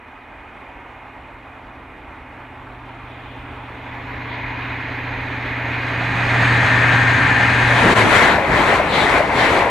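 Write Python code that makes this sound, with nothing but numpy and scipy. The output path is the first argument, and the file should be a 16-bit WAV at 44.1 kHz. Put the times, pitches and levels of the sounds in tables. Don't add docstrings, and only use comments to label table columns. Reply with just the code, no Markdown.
import sys
import numpy as np
from scipy import signal
from scipy.fft import irfft
from scipy.io import wavfile
from scipy.ndimage import uniform_filter1d, minimum_filter1d

SR = 44100
rng = np.random.default_rng(int(sys.argv[2]) if len(sys.argv) > 2 else 0)


def transcribe(u):
    v = np.clip(np.atleast_2d(u).T, -1, 1)
    q = np.round(v * 32767).astype(np.int16)
    wavfile.write(sys.argv[1], SR, q)


N = 427769
TIME = np.arange(N) / SR
FRAME_S = np.arange(N // 256 + 5) * 256 / SR
BIN_HZ = np.fft.rfftfreq(1024, 1 / SR)
NOSE_S = 7.87


def amp(db):
    return 10 ** (np.asarray(db) / 20)


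def unit_rms(x):
    return x / np.sqrt(np.mean(x ** 2) + 1e-20)


def ramp(t, start, length):
    return np.clip((t - start) / length, 0, 1)


def swell(t, peak_s, half_width_s):
    return 1 / (1 + ((t - peak_s) / half_width_s) ** 4)


def spectrum(points, hz=BIN_HZ):
    f, value = np.transpose(points)
    return np.interp(np.log(hz + 1), np.log(f + 1), value)


def drift(top_hz, t):
    hz = top_hz * np.geomspace(1 / 10, 1, 20)[:, None]
    waves = np.sin(2 * np.pi * (hz * FRAME_S + rng.random(hz.shape))) / hz ** 0.15
    return np.interp(t, FRAME_S, unit_rms(waves.sum(0)))


def panned(db):
    return amp(np.array([db, -db]) / 2)


# (frequency [Hz], phase lead of left [rad])
FIELD_AHEAD = ([(150, 1), (400, 1), (930, 0.98), (2300, 0.78), (6000, 0.82), (14000, 0.76)], [(150, -0.5),
               (930, -2.5), (5000, -1.2)], [(100, 0), (10000, 0)])
FIELD_BESIDE = ([(100, 0.99), (300, 1), (930, 0.82), (2300, 0.59), (6000, .42), (14000, 0.3)], [(350, 0.5),
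                (930, 3.3), (2300, 3.9), (6000, 0.5)], [(200, 0), (1000, 0.00004), (2500, 0.7),
                (4200, 0.055)])
def noise(colour_db, level_db, field, flicker_db, band_hz=(0, SR), pan_db=0):
    shape = (len(FRAME_S), len(BIN_HZ))
    a, b, c, d = rng.standard_normal((4, *shape))
    coherence, balance_db, lead = (spectrum(points) for points in field)
    coherence = np.clip(coherence, 0, 1)
    left = a + 1j * b
    right = (coherence * left + np.sqrt(1 - coherence ** 2) * (c + 1j * d)) * np.exp(-1j * lead)
    colour = amp(colour_db) * np.ones(shape)
    in_band = (BIN_HZ > band_hz[0]) & (BIN_HZ < band_hz[1])
    colour /= np.sqrt((colour[:, in_band] ** 2).sum(1, keepdims=True))
    flicker = uniform_filter1d(rng.standard_normal(shape), 8, axis=0)
    flicker = unit_rms(uniform_filter1d(flicker, 12, axis=1))
    gain = colour * amp(level_db[:, None] + flicker_db * flicker)
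    frames = np.array([left, right]) * gain * panned(balance_db + pan_db + np.zeros(shape))
    _, sound = signal.istft(frames.swapaxes(1, 2), nperseg=1024, noverlap=768)
    return sound[:, :N] * np.sqrt(3 / 2)


def nearness(t):
    return np.interp(t, [3.6, 4.35, 5.6, 6.5], [0, 1, 1.2, 2])


# (time [s], level [dB])
APPROACH = [(0, -41), (0.6, -39), (1.7, -39), (3, -37.5), (3.85, -34.5), (4.1, -31.5), (4.65, -28),
            (5.2, -27), (5.7, -24.5), (6.05, -21), (6.45, -14.5), (7.2, -14.5), (7.75, -14.5)]
def carried_db(t, shares_db, fade_db_per_s, hold_s=0):
    approach_db = np.interp(t, *np.transpose(APPROACH))
    share_db = np.interp(nearness(t), [0, 1, 2], shares_db)
    return approach_db + share_db - fade_db_per_s * np.maximum(t - NOSE_S - hold_s, 0)


# (frequency [Hz], relative density [dB])
GUST_SPECTRUM = [(40, -14), (100, -4), (300, 0), (600, -5), (1200, -22), (4000, -55)]
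FIELD_WIND = ([(100, 0.1), (10000, 0.1)], [(100, 0), (10000, 0)], [(100, 0), (10000, 0)])
def slipstream(peak_s=8.05, rise_s=0.045, peak_db=-24, fade_db_per_s=50):
    onset_db = -20 * (np.maximum(peak_s - FRAME_S, 0) / rise_s) ** 2
    decay_db = -fade_db_per_s * np.maximum(FRAME_S - peak_s, 0)
    level_db = np.maximum(peak_db + onset_db + decay_db, -150)
    return noise(spectrum(GUST_SPECTRUM), level_db, FIELD_WIND, flicker_db=-0.5)


# (time [s], half-width [s], centre frequency [Hz], half-bandwidth [octaves], level [dB])
RUSHES = [(3.45, 0.59, 2970, 0.31, -52), (4.33, 0.049, 3450, .22, -45), (4.4, 0.54, 960, 0.21, -40),
          (7.884, 0.056, 303, 0.47, -17), (8.222, 0.059, 1780, 0.1, -19), (8.984, 0.075, 3560, 0.25, -26.5),
          (9.43, 0.045, 3540, 0.31, -28)]
def rushes():
    out = 0
    for peak_s, half_width_s, hz, octaves, db in RUSHES:
        offset = np.log2((BIN_HZ + 1) / hz) / octaves
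        colour_db = -20 * np.log10(1 + offset ** 4 / 2)
        level_db = db + 20 * np.log10(swell(FRAME_S, peak_s, half_width_s))
        out += noise(colour_db, level_db, FIELD_BESIDE, flicker_db=2.5)
    return out


def cooling_fan(pass_s=7.985, length_s=0.028, hz=1045, hz_per_s=-2500, db=-18):
    phase = 2 * np.pi * np.cumsum(hz + hz_per_s * (TIME - pass_s)) / SR
    envelope = amp(db) * np.exp(-((TIME - pass_s) / length_s) ** 2)
    return np.sqrt(2) * envelope * np.sin(phase)


def lineside_echo(start_s=5.5, hz=120, hz_per_s=-10):
    phase = 2 * np.pi * np.cumsum(hz + hz_per_s * (TIME - start_s)) / SR
    envelope = ramp(TIME, start_s, 4) * (1 - ramp(TIME, NOSE_S - 0.4, 0.3))
    return np.sqrt(2) * envelope * amp(drone_db() - 10) * np.sin(phase)


# (frequency [Hz], relative density [dB])
RAIL_FAR = [(22, -4), (43, 5.5), (90, -22), (150, -12), (300, -3), (430, -8), (860, 0), (1200, -4),
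            (1600, -7), (2400, -13.5), (2700, -18), (3600, -23), (4900, -39), (14000, -48.5)]
RAIL_NEARER = [(22, -12), (43, 7), (90, -5), (170, -7.5), (480, -4.5), (900, -1.5), (1250, -6), (1850, 1.5),
               (2400, -1.5), (2750, -12), (4000, -16.5), (5200, -34.5), (9500, -52.5), (14000, -43)]
RAIL_NEAR = [(22, -30), (45, -26), (80, 1.5), (170, -1), (400, -7), (900, -0.5), (1300, -3), (1800, 1.5),
             (2450, -3.5), (2750, -10.5), (4100, -14.5), (5300, -29.5), (8500, -32.5), (11000, -48.5),
             (14000, -46)]
def rails(ring_hz=6510, half_width_hz=180, ring_db=8.6):
    stage = nearness(FRAME_S)[:, None]
    colour_db = sum(np.maximum(1 - abs(stage - k), 0) * spectrum(points)
                    for k, points in enumerate([RAIL_FAR, RAIL_NEARER, RAIL_NEAR]))
    resonance_db = ring_db / (1 + ((BIN_HZ - ring_hz) / half_width_hz) ** 2)
    colour_db += np.minimum(stage, 1) * resonance_db
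    level_db = carried_db(FRAME_S, (-2.18, -2.33, -4), fade_db_per_s=111) + 0.5 * drift(35, FRAME_S)
    return noise(colour_db, level_db, FIELD_AHEAD, flicker_db=1.19, band_hz=(500, 5000))


# (frequency [Hz], relative level [dB])
COACH_TREAD = [(500, -30), (800, -3), (895, 0), (980, -3), (1060, -9), (1170, -4), (1400, -8), (1950, -1),
               (2180, 3.5), (2300, -7), (2400, 2), (2525, 2.5), (2600, -12), (2850, -7), (3050, -15),
               (4000, -45)]
POWER_TREAD = [(900, -26), (1310, -20), (1360, -6), (1470, -11), (1570, -2), (1597, 7), (1650, -6),
               (1745, 3), (1835, 2.5), (1890, -1), (1925, -12), (2800, -28)]
def singing(tread, turn_hz, shares_db, rate_spread=0.0013):
    hz = np.arange(2049) * turn_hz
    harmonics = amp(spectrum(tread, hz)) * (hz > tread[0][0]) * (hz < tread[-1][0])
    turns = turn_hz * TIME + 0.0027 * drift(3, TIME)
    axles = np.zeros((2, N))
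    for side in np.linspace(-1, 1, 4):
        one_turn = irfft(harmonics * np.exp(2j * np.pi * rng.random(len(hz))))
        place = turns * (1 + rate_spread * rng.standard_normal()) % 1
        axle = np.interp(place, np.arange(len(one_turn)) / len(one_turn), one_turn, period=1)
        fading = np.cos(0.57 * drift(1.246, TIME) + np.pi * rng.random())
        axles += panned(3.6 * side)[:, None] * axle * fading
    pan_db = 8 * ramp(TIME, 6.16, 0.6) - 0.8
    return amp(carried_db(TIME, shares_db, fade_db_per_s=55)) * unit_rms(axles) * panned(pan_db)


def cycle_hz(start_hz=14.25, full_hz=14.97, full_speed_s=1.35, mach=0.15, pass_s=8.1, fall_s=0.13):
    ahead_hz = start_hz + (full_hz - start_hz) * ramp(TIME, 0, full_speed_s)
    return ahead_hz * (1 - mach) / (1 + mach * np.tanh((TIME - pass_s) / fall_s))


def load_db(idle_db, full_load_s=2.9):
    return idle_db * (1 - ramp(TIME, 0, full_load_s))


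def drone_db():
    return carried_db(TIME, (-6, -6, -6), fade_db_per_s=99, hold_s=0.13) + load_db(-13)


# (order [multiple of the cycle rate], relative level [dB])
ENGINE_ORDERS = [(3, -0.5), (5, 1.5), (6, 3), (7, -13), (10, -8), (11, -9), (12, -10), (13, -11), (14, -8),
                 (17, 4.5), (18, 3), (19, -0.5), (20, 1.5), (21, -10), (25, -3.5), (29, -3.5)]
# (time [s], half-width [s], level change [dB])
DRONE_DIPS = [(2.1, .25, -5), (7.3, .15, -3.5), (7.915, .04, -22)]
def exhaust(firings_per_cycle=8):
    cycle_phase = 2 * np.pi * np.cumsum(cycle_hz()) / SR
    dips_db = sum(db * swell(TIME, s, half_width_s) for s, half_width_s, db in DRONE_DIPS)
    firing_db = drone_db() + dips_db + 0.6 * drift(8, TIME)
    drone = np.sqrt(2) * amp(firing_db) * np.cos(firings_per_cycle * cycle_phase)
    throb = 0
    for order, db in ENGINE_ORDERS:
        phase = order * cycle_phase + 0.78 * rng.standard_normal() + 0.47 * drift(4, TIME)
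        throb += amp(db) * np.cos(phase)
    throb_db = carried_db(TIME, (-7, -7, -14), fade_db_per_s=40) + load_db(-4.5)
    return drone + amp(throb_db) * unit_rms(throb)


# (time [s], peak level before panning [dB])
KNOCKS = [(8.296, -7), (8.382, -10.5), (8.797, -9.5), (9.145, -12), (9.204, -8.5), (9.624, -7)]
# (frequency [Hz], relative level [dB], time to decay by 60 dB [s])
TRACK_MODES = [(572, 3, 0.1), (648, 9, 0.05), (816, -18, 0.033), (1140, -2, 0.025), (2100, -13, .015)]
def knocks(contact_s=0.001):
    out, t = np.zeros(N), np.arange(SR // 10) / SR
    onset = 1 - np.exp(-(t / contact_s) ** 2)
    for start_s, peak_db in KNOCKS:
        detunes = 1 + 0.046 * rng.standard_normal(len(TRACK_MODES))
        ring = onset * sum(amp(db - 60 * t / t60) * np.sin(2 * np.pi * hz * detune * t)
                           for (hz, db, t60), detune in zip(TRACK_MODES, detunes))
        part = out[round(start_s * SR):][:len(t)]
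        part += (amp(peak_db) * ring / abs(ring).max())[:len(part)]
    return out * panned(5.5)[:, None]


def alongside_db(bogie_times, bogie_dbs, steady_db, nose_db, half_pass_s=0.059, rise_db_per_s=37):
    arrived = ramp(FRAME_S, NOSE_S - half_pass_s, half_pass_s)
    nose = amp(nose_db - rise_db_per_s * abs(NOSE_S - FRAME_S)) ** 2 * (1 - arrived)
    steady = amp(steady_db) ** 2 * arrived
    bogies = sum(amp(db) ** 2 * swell(FRAME_S, s, half_pass_s) for s, db in zip(bogie_times, bogie_dbs))
    return 10 * np.log10(nose + steady + bogies * ramp(FRAME_S, NOSE_S - 1, 1) + 1e-20)


# (frequency [Hz], relative density [dB])
BODY_SPECTRUM = [(22, -36), (50, 0.5), (120, -4.5), (200, -4), (330, -3.5), (450, -2), (640, 0.5),
                 (1000, -0.5), (1400, -10.5), (2500, -11.5), (6000, -70)]
WHEEL_SPECTRUM = [(500, -13), (1000, -5), (1400, -3), (2100, 0.5), (2750, -14), (4200, -19.5), (5200, -32),
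                  (9000, -43.5)]
HISS_SPECTRUM = [(1500, 16), (3000, 12), (4000, 9.5), (5200, -0.5), (6500, 0), (9000, -3.5), (11000, -12),
                 (14500, -32)]
# (time [s], wheel level [dB], hiss level [dB])
BOGIES = [(7.846, -28, -39.5), (7.968, -17.5, -34), (8.169, -13, -32), (8.287, -16.5, -41),
          (8.586, -19.5, -41.5), (8.72, -20.5, -40), (8.998, -20.5, -39.5), (9.138, -20, -41),
          (9.428, -19.5, -39.5), (9.559, -20.5, -41)]
def coaches(steady_hiss_db=-51):
    times, wheel_dbs, hiss_dbs = np.transpose(BOGIES)
    body_db = alongside_db(times, np.full(len(times), -21), steady_db=-21, nose_db=-20.5)
    wheel_db = alongside_db(times, wheel_dbs, steady_db=-28, nose_db=-28)
    hiss_db = alongside_db(times, hiss_dbs, steady_hiss_db, nose_db=-38.5)
    body = noise(spectrum(BODY_SPECTRUM), body_db, FIELD_BESIDE, flicker_db=1.2, band_hz=(300, 1100))
    wheels = noise(spectrum(WHEEL_SPECTRUM), wheel_db, FIELD_BESIDE,
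                   flicker_db=2.03, band_hz=(1300, 2600))
    leftward_db = 0.24 * np.maximum(hiss_db - steady_hiss_db, 0) * ramp(FRAME_S, NOSE_S, 0.44)
    hiss = noise(spectrum(HISS_SPECTRUM), hiss_db, FIELD_BESIDE,
                 flicker_db=1.3, band_hz=(5000, 14000), pan_db=leftward_db[:, None])
    return body + wheels + hiss


def scene():
    engine = (exhaust() + lineside_echo() + cooling_fan()) * panned(-0.3)[:, None]
    coach_wheels = singing(COACH_TREAD, turn_hz=21.23, shares_db=(-7.5, -4, -10))
    power_wheels = singing(POWER_TREAD, turn_hz=18.35, shares_db=(-23, -15.5, -6.5))
    return engine + coach_wheels + power_wheels + rails() + coaches() + rushes() + knocks() + slipstream()


def record(dry, dip_s=7.948, dip_length_s=0.012, dip_db=-11, low_hz=33, high_hz=14900, ceiling=0.97):
    dipped = dry * amp(dip_db * np.exp(-((TIME - dip_s) / dip_length_s) ** 2))
    trimmed = signal.sosfilt(signal.butter(4, low_hz, "highpass", fs=SR, output="sos"), dipped)
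    headroom = np.minimum(1, ceiling / (abs(trimmed).max(0) + 1e-9))
    limited = trimmed * uniform_filter1d(minimum_filter1d(headroom, size=301), size=301)
    lowpass = signal.firwin(511, high_hz, window=("kaiser", 9), fs=SR)
    return signal.oaconvolve(limited, lowpass[None], "same")


dry = scene()
out = record(dry)
transcribe(out)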